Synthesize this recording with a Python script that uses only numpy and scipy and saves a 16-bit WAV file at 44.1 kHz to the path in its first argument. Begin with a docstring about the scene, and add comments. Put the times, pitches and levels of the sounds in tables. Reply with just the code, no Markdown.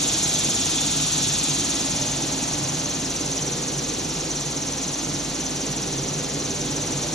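"""A paper corrugator runs in a workshop. From the start, air hisses through its suction slots, with a
dipping chirp each time a flute (a ridge on the roll) passes, 19 a second. The paper scrapes now and
then, over a rumbling frame, churning gears and a humming motor. After about 1.5 seconds the microphone
backs away: the hiss and chirps soften, and the suction blower's thin tone swells. In the last second
the microphone comes a little closer again."""
import sys
import numpy as np
from scipy.fft import rfft, irfft, next_fast_len
from scipy.io import wavfile
from scipy.ndimage import uniform_filter1d, map_coordinates

SR = 44100
rng = np.random.default_rng(int(sys.argv[2]) if len(sys.argv) > 2 else 0)


def generate_wav(sig):
    """Save sig (samples, or channels by samples) to the path in sys.argv[1] as 16-bit PCM at SR."""
    pcm = np.round(np.clip(np.atleast_2d(sig).T, -1, 1) * 32767).astype(np.int16)
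    wavfile.write(sys.argv[1], SR, pcm)


N = 314874

# How far the microphone is from the rolls. Each row: time in seconds, distance in metres.
MIC_DISTANCE = [(0, 0.6), (1.45, 0.65), (2.3, 1.06), (3.4, 1.37), (4.8, 1.56), (6.2, 1.63), (7.14, 1.38)]
# The blower's tone swells where the machine does not block it. Each row: time in seconds, level in dB.
BLOWER_LEVEL = [(0, -53.5), (1.5, -58.5), (1.75, -46), (2.5, -45), (2.95, -45.5), (3.15, -53), (3.4, -49),
                (3.95, -53.5), (4.6, -53.5), (5.1, -52.5), (5.7, -49.5), (6.45, -52), (6.95, -46.5)]

SEALED_AT = .64  # how far through its cycle a flute seals the slot
# Sounds have two rows: what arrives straight from the source, and what fills the hall.
DIRECT_ONLY = np.array([[1], [0]])


def amp(db):
    """Turn decibels into a gain."""
    return 10 ** (np.asarray(db) / 20)


def unit(x):
    """Scale a sound to an average (rms) level of 1."""
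    return x / np.sqrt(np.mean(x ** 2) + 1e-20)


def along(points, hz):
    """Read a table of frequencies and values at hz, on a log frequency scale."""
    freqs, values = np.transpose(points)
    return np.interp(np.log(hz + 1), np.log(freqs + 1), values)


def curve(rows):
    """Join rows of time and value with straight lines, giving one value per sample."""
    seconds, values = np.transpose(rows)
    return np.interp(np.arange(N) / SR, seconds, values)


def wobble(rate):
    """A smooth curve through rate random points a second."""
    return map_coordinates(rng.standard_normal(int(N * rate / SR) + 4), [np.arange(N) * rate / SR])


def filtered(x, response):
    """Multiply each frequency in x by response(hz)."""
    size = next_fast_len(N + SR // 2)
    return irfft(rfft(x, size) * response(np.fft.rfftfreq(size, 1 / SR)), size)[..., :N]


def rush(spectrum):
    """Two unrelated noises with this spectrum: one direct, one filling the hall."""
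    return unit(filtered(rng.standard_normal((2, N)), lambda hz: amp(along(spectrum, hz))))


def tone(hz, waver_db, drift):
    """The tone of a turning part; its level wavers and its phase drifts (in radians)."""
    phase = 2 * np.pi * hz * np.arange(N) / SR + drift * wobble(3.19)
    return unit(amp(waver_db * wobble(3.93)) * np.sin(phase))


def whistle(centre_hz, width_hz):
    """Noise in a narrow resonance around a steady or moving pitch."""
    a, b = filtered(rng.standard_normal((2, 2, N)), lambda hz: (1 + (hz / width_hz) ** 2) ** -.75)
    phase = 2 * np.pi * np.cumsum(np.full(N, centre_hz)) / SR
    return unit(a * np.cos(phase) + b * np.sin(phase))


def burst(cycle, centre, length):
    """A flat-topped swell once a cycle; centre and length are fractions of the cycle."""
    away = (cycle - centre + .5) % 1 - .5
    return 1 / np.sqrt(1 + (2 * away / length) ** 8)


def level(db_at_1m, per_doubling_db, swell_db=0, blocked=0):
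    """Gain that falls with distance; it can swell at random and share part of the blower's blocking."""
    blower_db = curve(BLOWER_LEVEL)
    distance_db = per_doubling_db * np.log2(curve(MIC_DISTANCE))
    blocking_db = blocked * (blower_db - blower_db.mean())
    return amp(db_at_1m + distance_db + blocking_db + swell_db * wobble(4.1))


def floor_rumble():
    """The floor rumbles deeply under the machine."""
    # The rumble's spectrum. Each row: frequency in Hz, relative level in dB.
    spectrum = [(20, -25), (33, -18.5), (41, -6), (65, -1.5), (86, -4), (97, 4.5), (112, 2), (140, -18),
                (250, -45.5)]
    return level(-45, per_doubling_db=-3, blocked=.2) * rush(spectrum)


def motor():
    """The drive motor hums, buzzes about an octave higher, and turns shafts with wavering tones."""
    # The shafts' tones. Each row: pitch in Hz, level in dB.
    shaft_tones = [(117, -57.5), (139, -46), (147.5, -46.5), (158, -48), (172.8, -50), (223, -53),
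                   (263, -48), (283, -48), (331, -50.5), (434, -55.5)]
    hum = amp(-47) * tone(49.15, waver_db=.8, drift=.1)
    buzz = level(-52.5, per_doubling_db=-5.5) * tone(99.3, waver_db=2, drift=1.3)
    shafts = sum(amp(db) * tone(hz, waver_db=2.5, drift=.67) for hz, db in shaft_tones)
    return (hum + buzz + shafts) * DIRECT_ONLY


def blower():
    """The blower's blades make a thin tone that also fills the hall, and its casing rings."""
    level_db = curve(BLOWER_LEVEL)
    flutter = unit(amp(3.5 * wobble(36)))  # air flows in unevenly
    blades = amp(level_db) * flutter * tone(591.3, waver_db=-1.5, drift=.8)
    casing = amp(level_db - 3) * whistle(828, width_hz=30)
    return blades * np.array([[1], [-.9]]) + casing


def duct():
    """The air duct gives a low drone that swells and fades."""
    # The drone's loudness. Each row: time in seconds, level in dB.
    loudness = [(0, -44), (0.4, -38), (0.8, -44.5), (1.03, -34), (1.38, -39), (1.6, -43.5), (1.95, -37),
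                (2.75, -35.5), (3.1, -43), (3.6, -37.5), (4.7, -42.5), (5.2, -37), (5.5, -42.5), (6, -33.5),
                (6.45, -39.5), (7, -36.5)]
    # Its spectrum. Each row: frequency in Hz, relative level in dB.
    spectrum = [(70, -46.5), (110, -21), (126, -7.5), (134, 2), (152, 2), (168, -8.5), (190, -15),
                (260, -28.5), (600, -79)]
    return amp(curve(loudness)) * rush(spectrum)


def gears():
    """The gears churn, and their teeth add narrow tones."""
    # The gears come out from behind the paper. Each row: time in seconds, level in dB.
    loudness = [(0, -41.5), (2, -42), (3.7, -38.5), (5.1, -41), (5.9, -38), (6.5, -36.5), (7.14, -39.5)]
    # The churn's spectrum. Each row: frequency in Hz, relative level in dB.
    churn = [(200, -33), (345, -5.5), (388, 4), (415, -3), (455, 0.5), (485, 1.5), (525, 0.5), (565, -5),
             (700, -29.5), (1500, -63.5)]
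    # The teeth's tones. Each row: pitch in Hz, level in dB compared with the churn.
    tooth_tones = [(365, -11.5), (397, -9), (476, -14), (503, -16)]
    teeth = sum(amp(db) * whistle(hz, width_hz=2.2) for hz, db in tooth_tones)
    return amp(curve(loudness)) * unit(rush(churn) + teeth)


def frame():
    """The machine's frame rumbles almost steadily."""
    # The rumble's loudness. Each row: time in seconds, level in dB.
    loudness = [(0, -32.5), (0.5, -34.5), (1.4, -34.5), (1.75, -33), (2.1, -35), (2.5, -33.5), (2.8, -35.5),
                (3.8, -35.5), (4.25, -36.5), (4.9, -36.5), (5.2, -34.5), (6.2, -35), (7.14, -35)]
    # Its spectrum. Each row: frequency in Hz, relative level in dB.
    spectrum = [(100, -31), (175, -3), (225, -4), (268, 1), (295, -1), (328, -1.5), (348, -8), (420, -22),
                (600, -26.5), (1500, -80)]
    return amp(curve(loudness)) * rush(spectrum)


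def rolls():
    """The fluted rolls make a broad rushing noise as they mesh."""
    # The rush's spectrum. Each row: frequency in Hz, relative level in dB.
    spectrum = [(250, -11), (520, -10.5), (660, 1), (740, -1.5), (820, -1), (1050, -5.5), (1500, -8.5),
                (2100, -8), (4000, -16), (12000, -34.5)]
    return level(-37.5, per_doubling_db=-1.3, blocked=.13) * rush(spectrum)


def paper_scrapes(half_length_s=.009, rough_radians=.55):
    """Now and then the paper catches and rings briefly and roughly."""
    # The scrapes. Each row: time of the peak in seconds, pitch in Hz, peak level in dB.
    catches = [(0.369, 3290, -34), (0.682, 4120, -32.5), (0.787, 3510, -28.5), (0.834, 3600, -26.5),
               (1.418, 4249, -33), (1.628, 3158, -33), (3.394, 3050, -34), (3.83, 4130, -35),
               (3.91, 4260, -37), (4.329, 3230, -39.5), (4.39, 4090, -34), (6.425, 4120, -35),
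               (6.676, 3350, -34)]
    t = np.arange(N) / SR
    sound = np.zeros(N)
    for peak_s, hz, db in catches:
        near = np.abs(t - peak_s) < 3 * half_length_s
        offset_s = t[near] - peak_s
        jitter = unit(uniform_filter1d(rng.standard_normal(len(offset_s)), size=90))
        phase = 2 * np.pi * hz * offset_s + rough_radians * jitter
        sound[near] += amp(db) * np.exp(-(offset_s / half_length_s) ** 2) * np.sin(phase)
    return sound * DIRECT_ONLY


def paper_rub(press):
    """Paper fizzes against the roll, loudest when pressed hardest."""
    # The fizz's spectrum. Each row: frequency in Hz, relative level in dB.
    spectrum = [(3000, -43), (6000, 1.5), (7700, 7.5), (9000, 4), (10200, 4.5), (11400, -9), (11850, -18.5)]
    return level(-33, per_doubling_db=-6, swell_db=-.5) * amp(4.5 * press) * rush(spectrum)


def slot_leak(press, gap):
    """Air hisses through the slots, less under pressure; a reopened slot adds a rasp heard close by."""
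    # The hiss's spectrum. Each row: frequency in Hz, relative level in dB.
    spectrum = [(600, -39.5), (1300, -8.5), (1950, -17.5), (2450, -5.5), (2900, -5), (3500, -1.15),
                (3800, -1), (4150, 0.6), (4500, -1.2), (5400, -2), (6500, 1.5), (8000, -8.5), (12000, -8)]
    leak_db = -1.18 * press
    hiss = level(-29.5, per_doubling_db=-4.5) * amp(leak_db + .3 * gap) * rush(spectrum)
    rasp = level(-48, per_doubling_db=-14) * amp(2 * (leak_db + gap)) * whistle(3540, width_hz=270)
    return hiss + rasp


def slot_pipe(cycle):
    """The nearest slot pipes thinly at every seal."""
    return level(-42.5, per_doubling_db=-12) * burst(cycle, SEALED_AT, .38) * whistle(6700, width_hz=45)


def slot_chirp(flute, cycle, strength, size):
    """A slot's resonances sound in turn, sagging as a flute seals it and rising as it reopens."""
    # The resonances. Each row: pitch in Hz when sealed and heard from 1 m, width in Hz,
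    # relative level in dB, then centre and length as fractions of the cycle.
    resonances = [(6620, 280, -7, .39, .34), (6055, 205, 0, .645, .35), (5400, 240, -9, .655, .15)]
    # How firmly the flutes seal. Each row: time in seconds, relative chirp level in dB.
    firmness = [(0, -0.5), (1.3, -1.5), (1.8, 0.5), (2.25, -0.5), (2.45, 0.5), (3.2, 1), (3.37, 3.5),
                (3.5, 0.5), (4.7, 1), (4.97, 3), (5.15, 0.5), (5.45, 0.5), (6.55, 1), (6.78, 1.5),
                (7.14, 0)]
    alternate_db = 1.4 * (flute % 2 - .5)  # every second flute seals harder
    force_db = curve(firmness) + .6 * strength + alternate_db
    opening = np.minimum(np.abs(cycle - SEALED_AT) / .24, 1)  # 0 is sealed, 1 is open
    closeness = -np.log2(curve(MIC_DISTANCE))  # close to the slots the chirp is brighter
    pitch = 1 + .06 * opening + .013 * size + .023 * closeness
    ringing = sum(amp(db) * burst(cycle, centre, length) * whistle(hz * pitch, width_hz)
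                  for hz, width_hz, db, centre, length in resonances)
    return level(-34, per_doubling_db=-3.5) * unit(amp(force_db) * ringing)


def passing_flutes():
    """Each flute presses the paper and seals a suction slot, and no two seal alike."""
    # The speed of the rolls. Each row: time in seconds, flutes passing per second.
    speed = [(0, 19.05), (1.3, 19.14), (2, 19.26), (4.5, 19.13), (7.14, 19.08)]
    passed = np.cumsum(curve(speed)) / SR + .952
    flute, cycle = passed.astype(int), passed % 1  # which flute, and how far it has got from 0 to 1
    strength, size, gap = rng.standard_normal((flute.max() + 1, 3))[flute].T
    press = np.cos(2 * np.pi * (cycle - .46))  # hardest just before mid-cycle
    chirp = slot_chirp(flute, cycle, strength, size)
    return chirp + slot_pipe(cycle) + slot_leak(press, gap) + paper_rub(press)


def microphone(direct, hall):
    """Two close openings pick up the sound; their sum and difference give left and right."""
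    # How strong the sum is. Each row: frequency in Hz, gain in dB.
    sum_gain = [(4400, 0), (4700, -1.5), (4900, -6), (5150, 2), (5500, 2.5), (7600, -2.5), (8200, -19)]
    # How strong the difference is. Each row: frequency in Hz, gain in dB.
    difference_gain = [(60, -30), (300, -16.5), (520, -5.5), (900, -5), (1600, -9), (1880, -21),
                       (2350, -2.5), (3300, -3), (3900, -8.5), (4700, 0), (5100, -4), (5460, -28),
                       (6100, -7), (7300, -1.5), (9000, 0)]
    # The stereo balance. Each row: frequency in Hz, left minus right in dB.
    balance = [(70, 0), (130, -1.7), (220, -3.7), (380, -4.3), (600, -1.2), (1000, .6), (3000, .2),
               (6000, 0)]
    # How directional the sound is. Each row: frequency in Hz, share arriving from one side.
    one_sided = [(200, .05), (900, .4), (1800, .15), (2500, .6), (3500, .4), (4400, .45), (5200, 0.29),
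                 (6200, .68), (8000, .5)]
    ahead = filtered(direct, lambda hz: 1j * along(one_sided, hz))  # 1j: a quarter cycle ahead
    around = filtered(hall, lambda hz: np.sqrt(1 - along(one_sided, hz) ** 2))
    lean = filtered(direct, lambda hz: (amp(along(balance, hz)) - 1) / (amp(along(balance, hz)) + 1))
    side = filtered(ahead + around, lambda hz: amp(along(difference_gain, hz))) + lean
    mid = filtered(direct, lambda hz: amp(along(sum_gain, hz)))
    return np.array([mid + side, mid - side])


def scene():
    """All parts of the corrugator run at once and reach the microphone."""
    foreground = passing_flutes() + paper_scrapes()
    background = duct() + frame() + gears() + rolls() + motor() + blower() + floor_rumble()
    direct, hall = foreground + background
    return microphone(direct, hall)


def record(dry, mid_top_hz=8280, top_hz=11850):
    """Cut the highest treble; the stereo centre ends lower than the sides."""
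    mid = filtered((dry[0] + dry[1]) / 2, lambda hz: hz < mid_top_hz)
    side = (dry[0] - dry[1]) / 2
    return filtered(np.array([mid + side, mid - side]), lambda hz: hz < top_hz)


dry = scene()
out = record(dry)
generate_wav(out)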